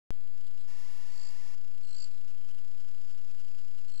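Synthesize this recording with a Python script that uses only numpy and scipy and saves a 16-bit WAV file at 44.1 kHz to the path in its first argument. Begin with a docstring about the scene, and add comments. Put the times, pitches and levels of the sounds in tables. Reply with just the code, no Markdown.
"""Swelling insect trills at a waterhole at night, heard through a trail camera.
Right: the trills, runs of falling chirps scattered by bushes, over far crickets, twigs and mic hiss.
Left: the camera's electrical noise, a switch-on click, a rasp at each frame, longer bursts and a
warbling whine, over hum, dull bumps and scuffs. The low sample rate mirrors the sound into the treble."""
import sys
import numpy as np
from scipy import signal
from scipy.fft import rfft, irfft
from scipy.io import wavfile
from scipy.ndimage import uniform_filter1d

SR = 44100
rng = np.random.default_rng(int(sys.argv[2]) if len(sys.argv) > 2 else 0)


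def persist_wave(psi):
    """Save psi, clipped to +-1, as 16-bit WAV."""
    counts = np.round(np.clip(psi, -1, 1) * 32767).astype(np.int16)
    wavfile.write(sys.argv[1], SR, np.atleast_2d(counts).T)


N = 176400

CHIRP_S, CHIRP_PERIOD_S, CHIRP_GROWTH_S, FIRST_CHIRP_SHARE = .0135, .0186, .145, .6
CHIRP_TAPER, CHIRP_ROUGHNESS, CHIRP_SCATTER_HZ = .65, .2, 30
PITCH_STEP_AGE_S, PITCH_STEP_S = .128, .024
# Trills: first_chirp_s, last_chirp_s, first_db, last_db, swell_s, first_hz, stepped_hz, full_sweep_hz,
# last_length_share
TRILLS = [(1.067, 1.2908, -64.5, -52.5, .145, 4496, 4673, 1090, .9),
          (1.311, 1.454, -63, -66, .14, 4890, 4950, 850, 1),
          (1.8354, 2.0444, -58, -45, .2, 4290, 4588, 890, .6),
          (2.964, 3.129, -69, -65.5, .17, 4940, 4920, 850, 1),
          (3.885, 3.9985, -59, -52, 0.087, 4295, 4600, 880, 1)]
def insect_trills(t):
    """Runs of falling chirps that grow longer and sweep wider; most swell and step up in pitch."""
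    out = np.zeros(N)
    for first_s, last_s, first_db, last_db, swell_s, first_hz, stepped_hz, sweep_hz, last_share in TRILLS:
        count = int(round((last_s - first_s) / CHIRP_PERIOD_S)) + 1
        for k, age_s in enumerate(np.linspace(0, last_s - first_s, count)):
            size = FIRST_CHIRP_SHARE + (1 - FIRST_CHIRP_SHARE) * min(age_s / CHIRP_GROWTH_S, 1) ** 2
            length_s = CHIRP_S * size * (last_share if k == count - 1 else 1)
            on = around(first_s + age_s, length_s / 2)
            along = (t[on] - first_s - age_s) / length_s  # -0.5 to 0.5
            step = (1 + np.tanh((age_s - PITCH_STEP_AGE_S) / PITCH_STEP_S)) / 2
            centre_hz = first_hz + (stepped_hz - first_hz) * step + rng.normal(0, CHIRP_SCATTER_HZ)
            pitch_hz = centre_hz - sweep_hz * size ** 2 * along
            level_db = first_db + (last_db - first_db) * min(age_s / swell_s, 1)
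            envelope = np.abs(np.cos(np.pi * along)) ** CHIRP_TAPER
            out[on] += envelope * tone(pitch_hz, [level_db])
    roughness = CHIRP_ROUGHNESS * (walk(700) + 1j * walk(650)) / np.sqrt(2)  # amplitude and phase
    return np.real(signal.hilbert(out) * (1 + roughness))


def bush_scatter(x, t, t60_s=.23, tail_db=-8):
    """Bushes scatter a sound into a short diffuse tail."""
    tail = rng.standard_normal(N) * np.exp(-np.log(1000) * t / t60_s)
    return x + amp(tail_db) * signal.fftconvolve(x, tail / np.linalg.norm(tail))[:N]


FRAME_HZ, FIRST_FRAME_S, RASP_S, SQUEAL_WOBBLE = 29.97, .379, .0068, .07
TICK_S, TICK_LEAD_S = .0011, .003
# Busy spell of the electronics: start_s, end_s
BUSY_S = (.680, 1.552)
# Long rasps: start_s, end_s
BURSTS = [(1.878, 2.085), (2.277, 2.318), (2.485, 2.518), (2.583, 2.602), (2.795, 2.818), (2.877, 2.897),
          (3.095, 3.118), (3.177, 3.202), (3.292, 3.318), (3.390, 3.410), (3.480, 3.494), (3.578, 3.603),
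          (3.777, 3.800), (3.877, 3.902)]
# Rasp noise: freq_hz, density_db_per_hz
RASP_SPECTRUM = [(100, -116), (550, -114), (900, -105), (1400, -100), (1800, -103), (2300, -103),
                 (2850, -95.5), (3400, -101), (4200, -99), (5100, -95), (5800, -93)]
# Rasp squeal, harmonics 1-2: level_db
RASP_SQUEAL_DB = [-69, -65.5]
def frame_rasp(t, squeal_hz=1433, rasp_gain_db=-2, burst_gain_db=-3, rough_db=2.5):
    """Interference at each frame: ticks, then rasps and longer bursts; muted in the busy spell."""
    def from_frame_s(time_s):
        return np.abs(((time_s - FIRST_FRAME_S) * FRAME_HZ + .5) % 1 - .5) / FRAME_HZ

    running = t > FIRST_FRAME_S - .5 / FRAME_HZ
    ticks = gate(from_frame_s(t + TICK_LEAD_S), -1, TICK_S / 2)
    rasps = amp(rasp_gain_db) * gate(from_frame_s(t), -1, RASP_S / 2)
    bursts = sum(gate(t, *span) for span in BURSTS) * amp(burst_gain_db + rough_db * walk(500))
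    envelope = np.maximum(np.where(running, rasps, ticks), bursts) * (1 - gate(t, *BUSY_S))
    squeal = tone(squeal_hz * (1 + SQUEAL_WOBBLE * walk(400)), RASP_SQUEAL_DB)
    return (hiss(RASP_SPECTRUM) + squeal) * envelope


WHINE_DRIFT, WHINE_SCATTER, WHINE_JITTER, WHINE_LIFT, WHINE_RISE = .025, .011, .016, .09, .22  # of pitch
RISE_AT_S, RISE_SCATTER_S, LIFT_EVERY_FRAMES, FIRST_LIFT_FRAME = .0268, .001, 8, 14
# Held note, harmonics 1-4: level_db
WHINE_DB = [-66.8, -66, -70.3, -80]
# Opening squeal, harmonics 1-2: level_db
BUSY_SQUEAL_DB = [-68.5, -66.5]
def busy_whine(t, whine_hz=906, squeal_hz=1362):
    """Busy electronics step through three notes a frame: a squeal, a held note, a short higher one."""
    frame, phase = np.divmod((t - FIRST_FRAME_S + RASP_S / 2) * FRAME_HZ, 1)
    index = (frame - frame[0]).astype(int)
    detune, lateness = rng.standard_normal((index[-1] + 1, 2))[index].T
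    age_s = phase / FRAME_HZ
    lift = WHINE_LIFT * ((frame - FIRST_LIFT_FRAME) % LIFT_EVERY_FRAMES == 0)
    rise = WHINE_RISE * gate(age_s, RISE_AT_S + RISE_SCATTER_S * lateness, 1)
    bend = np.maximum(lift + WHINE_DRIFT * phase, rise)
    held = tone(whine_hz * (1 + bend + WHINE_SCATTER * detune + WHINE_JITTER * walk(300)), WHINE_DB)
    squeal = tone(squeal_hz * (1 + SQUEAL_WOBBLE * walk(400)), BUSY_SQUEAL_DB)
    squealing = gate(age_s, 0, RASP_S)
    return (held * (1 - squealing) + squeal * squealing) * gate(t, *BUSY_S)


# Busy hiss: freq_hz, density_db_per_hz
BUSY_SPECTRUM = [(100, -108), (500, -106), (1100, -102), (1600, -102), (2300, -100.5), (3600, -101.5),
                 (5000, -94.5), (5800, -92)]
def busy_hiss(t):
    """Steady electrical noise through the busy spell."""
    return hiss(BUSY_SPECTRUM) * gate(t, *BUSY_S)


# Sizzle: freq_hz, density_db_per_hz
SIZZLE_SPECTRUM = [(8000, -140), (9500, -111), (11000, -117), (12000, -126), (13000, -119), (14000, -114),
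                   (15000, -116), (15600, -140)]
def busy_sizzle(t, flicker_db=4):
    """Flickering top treble in both channels through the busy spell."""
    channels = [hiss(SIZZLE_SPECTRUM) * amp(flicker_db * walk(59.96)) for _ in range(2)]
    return np.array(channels) * gate(t, *BUSY_S)


# Scuffs: centre_s, half_width_s, gain_db
SCUFFS = [(0.192, 0.03, 1), (0.269, 0.017, -1), (.491, 0.026, 0), (0.824, 0.034, -4), (1.045, 0.011, 0),
          (1.48, 0.032, -2.5), (1.815, 0.019, -0.5), (2.169, .025, 1.5), (2.237, 0.016, 4),
          (2.399, 0.027, -1.5), (2.472, .02, 3), (2.561, .025, -3), (2.778, .03, 0), (3.304, .018, 3)]
# Scuff noise: freq_hz, density_db_per_hz
SCUFF_SPECTRUM = [(20, -96), (55, -85), (120, -91.5), (200, -92), (320, -100), (500, -107), (900, -130)]
def scuffs(t):
    """Brief swells of dull noise."""
    return hiss(SCUFF_SPECTRUM) * swells(t, SCUFFS)


# Bumps: centre_s, level_db, pitch_hz
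BUMPS = [(0.719, -62, 135), (0.904, -62.5, 122), (1.30, -62, 122), (1.412, -60, 122), (1.462, -62.5, 125)]
def bumps(t, half_width_s=.01):
    """Soft low bumps, a few cycles each."""
    out = np.zeros(N)
    for centre_s, level_db, pitch_hz in BUMPS:
        on = around(centre_s, np.pi * half_width_s)
        wave = np.sqrt(2) * np.sin(2 * np.pi * (pitch_hz * t[on] + rng.random()))
        out[on] += wave * swells(t[on], [(centre_s, half_width_s, level_db)])
    return out


def flutter(t, centre_s=1.18, half_width_s=.12, level_db=-63.5):
    """One deep swell of narrow-band noise."""
    return band(61.6, width_hz=29) * swells(t, [(centre_s, half_width_s, level_db)])


# Twigs and dry leaves: centre_s, half_width_s, level_db
TWIGS = [(0.469, 0.0022, -55), (0.608, 0.025, -66), (2.161, 0.096, -70.5)]
def twigs(t):
    """A small snap and rustles on the ground."""
    return band(3970, width_hz=650) * swells(t, TWIGS)


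# Single cricket: time_s, level_db
CRICKET_LEVELS = [(.15, -70), (.21, -84), (.6, -78), (1.5, -81.5), (3.1, -78), (3.75, -79.5), (3.86, -77),
                  (3.95, -72.5)]
def far_cricket(t, pitch_hz=3113, waver_hz=17.86, flicker_db=3.5):
    """One far cricket holds a thin, wavering note."""
    note = tone(pitch_hz + waver_hz * walk(70), [0])
    return note * amp(np.interp(t, *np.array(CRICKET_LEVELS).T) + flicker_db * walk(30))


# Chorus: time_s, level_db
CHORUS_LEVELS = [(.1, -78), (1.0, -76), (1.55, -76), (1.8, -79), (2.4, -83), (2.7, -78), (3.25, -76),
                 (3.5, -70), (3.9, -78)]
def cricket_chorus(t, flicker_db=1):
    """Far crickets merge into a narrow band that swells and ebbs."""
    chorus = band(4800, width_hz=120)
    return chorus * amp(np.interp(t, *np.array(CHORUS_LEVELS).T) + flicker_db * walk(22))


# Faint hiss: freq_hz, density_db_per_hz
FLOOR_SPECTRUM = [(30, -112), (400, -115), (800, -111), (2000, -112), (4500, -112), (5800, -113)]
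# Rumble: freq_hz, density_db_per_hz
RUMBLE_SPECTRUM = [(20, -94.5), (60, -92.5), (100, -102), (160, -112), (350, -120), (700, -135)]
def background_floor(t, whistle_hz=5184.5, whistle_db=-75.5, hum_hz=86.2, hum_db=-72.5):
    """Faint hiss, an interrupted whistle, a steady low hum and rumble."""
    running = t > FIRST_FRAME_S - 1 / FRAME_HZ
    whistling = running * np.clip(1.2 + 1.9 * walk(40), 0, 1)
    whistle = tone(np.full(N, whistle_hz), [whistle_db]) * whistling
    floor = hiss(FLOOR_SPECTRUM) * amp(np.where(running, 0, -2) + walk(62))
    hum = tone(np.full(N, hum_hz), [hum_db])
    rumble = hiss(RUMBLE_SPECTRUM) * amp(2 * walk(18))
    return floor + whistle + hum + rumble


# Microphone hiss: freq_hz, density_db_per_hz
MIC_SPECTRUM = [(30, -102), (150, -101), (500, -103), (1200, -105), (2200, -106), (3200, -105),
                (4800, -103.5), (5250, -108), (5800, -118)]
def mic_hiss():
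    """Steady floor of the microphone channel."""
    return hiss(MIC_SPECTRUM)


def amp(db):
    """Decibels to gain."""
    return 10 ** (np.asarray(db) / 20)


def colour(x, points):
    """Filter by (freq_hz, gain_db) points."""
    hz, db = np.array(points, float).T
    bins_hz = np.maximum(np.fft.rfftfreq(2 * N, 1 / SR), 1)
    gain = amp(np.interp(np.log(bins_hz), np.log(hz), db))
    return irfft(rfft(x, 2 * N) * gain)[:N]


def hiss(spectrum):
    """Noise of the given density."""
    return colour(rng.standard_normal(N) * np.sqrt(SR / 2), spectrum)


def band(centre_hz, width_hz):
    """Noise in one resonance, rms 1."""
    bins_hz = np.fft.rfftfreq(N, 1 / SR)
    x = irfft(rfft(rng.standard_normal(N)) / (1 + ((bins_hz - centre_hz) / width_hz) ** 2), N)
    return x / x.std()


def tone(pitch_hz, harmonics_db):
    """Harmonics on a per-sample pitch."""
    phase = 2 * np.pi * np.cumsum(pitch_hz) / SR
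    return np.sqrt(2) * sum(amp(db) * np.sin(k * phase) for k, db in enumerate(harmonics_db, 1))


def walk(rate_hz):
    """Smooth random wander, standard deviation 1."""
    hold = max(int(SR / rate_hz), 1)
    x = uniform_filter1d(np.repeat(rng.standard_normal(N // hold + 1), hold), hold)[:N]
    return x / x.std()


def gate(t, start_s, end_s):
    """On between two times, 1 ms edges."""
    return np.clip(np.minimum(t - start_s, end_s - t) * 1000 + .5, 0, 1)


def swells(t, rows):
    """Sum of Gaussian envelopes."""
    return sum(amp(db) * np.exp(-((t - centre_s) / half_s) ** 2) for centre_s, half_s, db in rows)


def around(centre_s, reach_s):
    """Sample indices near a moment."""
    return np.arange(max(int((centre_s - reach_s) * SR) + 1, 0), min(int((centre_s + reach_s) * SR), N))


def scene():
    """Night on the right; electronics over a low background on the left, leaking into the right."""
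    t = np.arange(N) / SR
    rasp, whine, busy = frame_rasp(t), busy_whine(t), busy_hiss(t)
    trills = bush_scatter(insect_trills(t), t)
    night = trills + far_cricket(t) + cricket_chorus(t) + twigs(t) + mic_hiss()
    electronics = rasp + whine + busy
    background = background_floor(t) + scuffs(t) + bumps(t) + flutter(t)
    leak = amp(-20) * busy + amp(-8.5) * whine + amp(-25.5) * rasp
    return np.array([electronics + background, night + leak])


CAMERA_RATE_HZ, LOWPASS_HZ, SWITCH_ON_S, LEFT_OFFSET = 12000, 15500, .10595, .075
# Filter before sampling: freq_hz, gain_db
INPUT_FILTER = [(5000, -0.5), (5450, -0.5), (5800, -7), (6000, -16.5), (6300, -33)]
# Filter after sampling: freq_hz, gain_db
OUTPUT_FILTER = [(4500, 0.5), (6500, -3), (7500, -3.5), (9000, -7), (10000, -17), (11000, -25),
                 (11500, -44), (12500, -42), (14000, -30), (15000, -27.5)]
def record(dry):
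    """Coarse sampling mirrors the sound about 6 kHz; sizzle on top; a DC step clicks at switch-on."""
    t = np.arange(N) / SR
    mirror = 1 + 2 * np.cos(2 * np.pi * CAMERA_RATE_HZ * t)
    sampled = np.array([colour(colour(x, INPUT_FILTER) * mirror, OUTPUT_FILTER) for x in dry])
    powered = uniform_filter1d((t > SWITCH_ON_S) * 1., size=2)
    wet = powered * (sampled + busy_sizzle(t) + np.array([[LEFT_OFFSET], [0]]))
    return signal.sosfilt(signal.ellip(8, .01, 70, LOWPASS_HZ, fs=SR, output="sos"), wet)


dry = scene()
out = record(dry)
persist_wave(out)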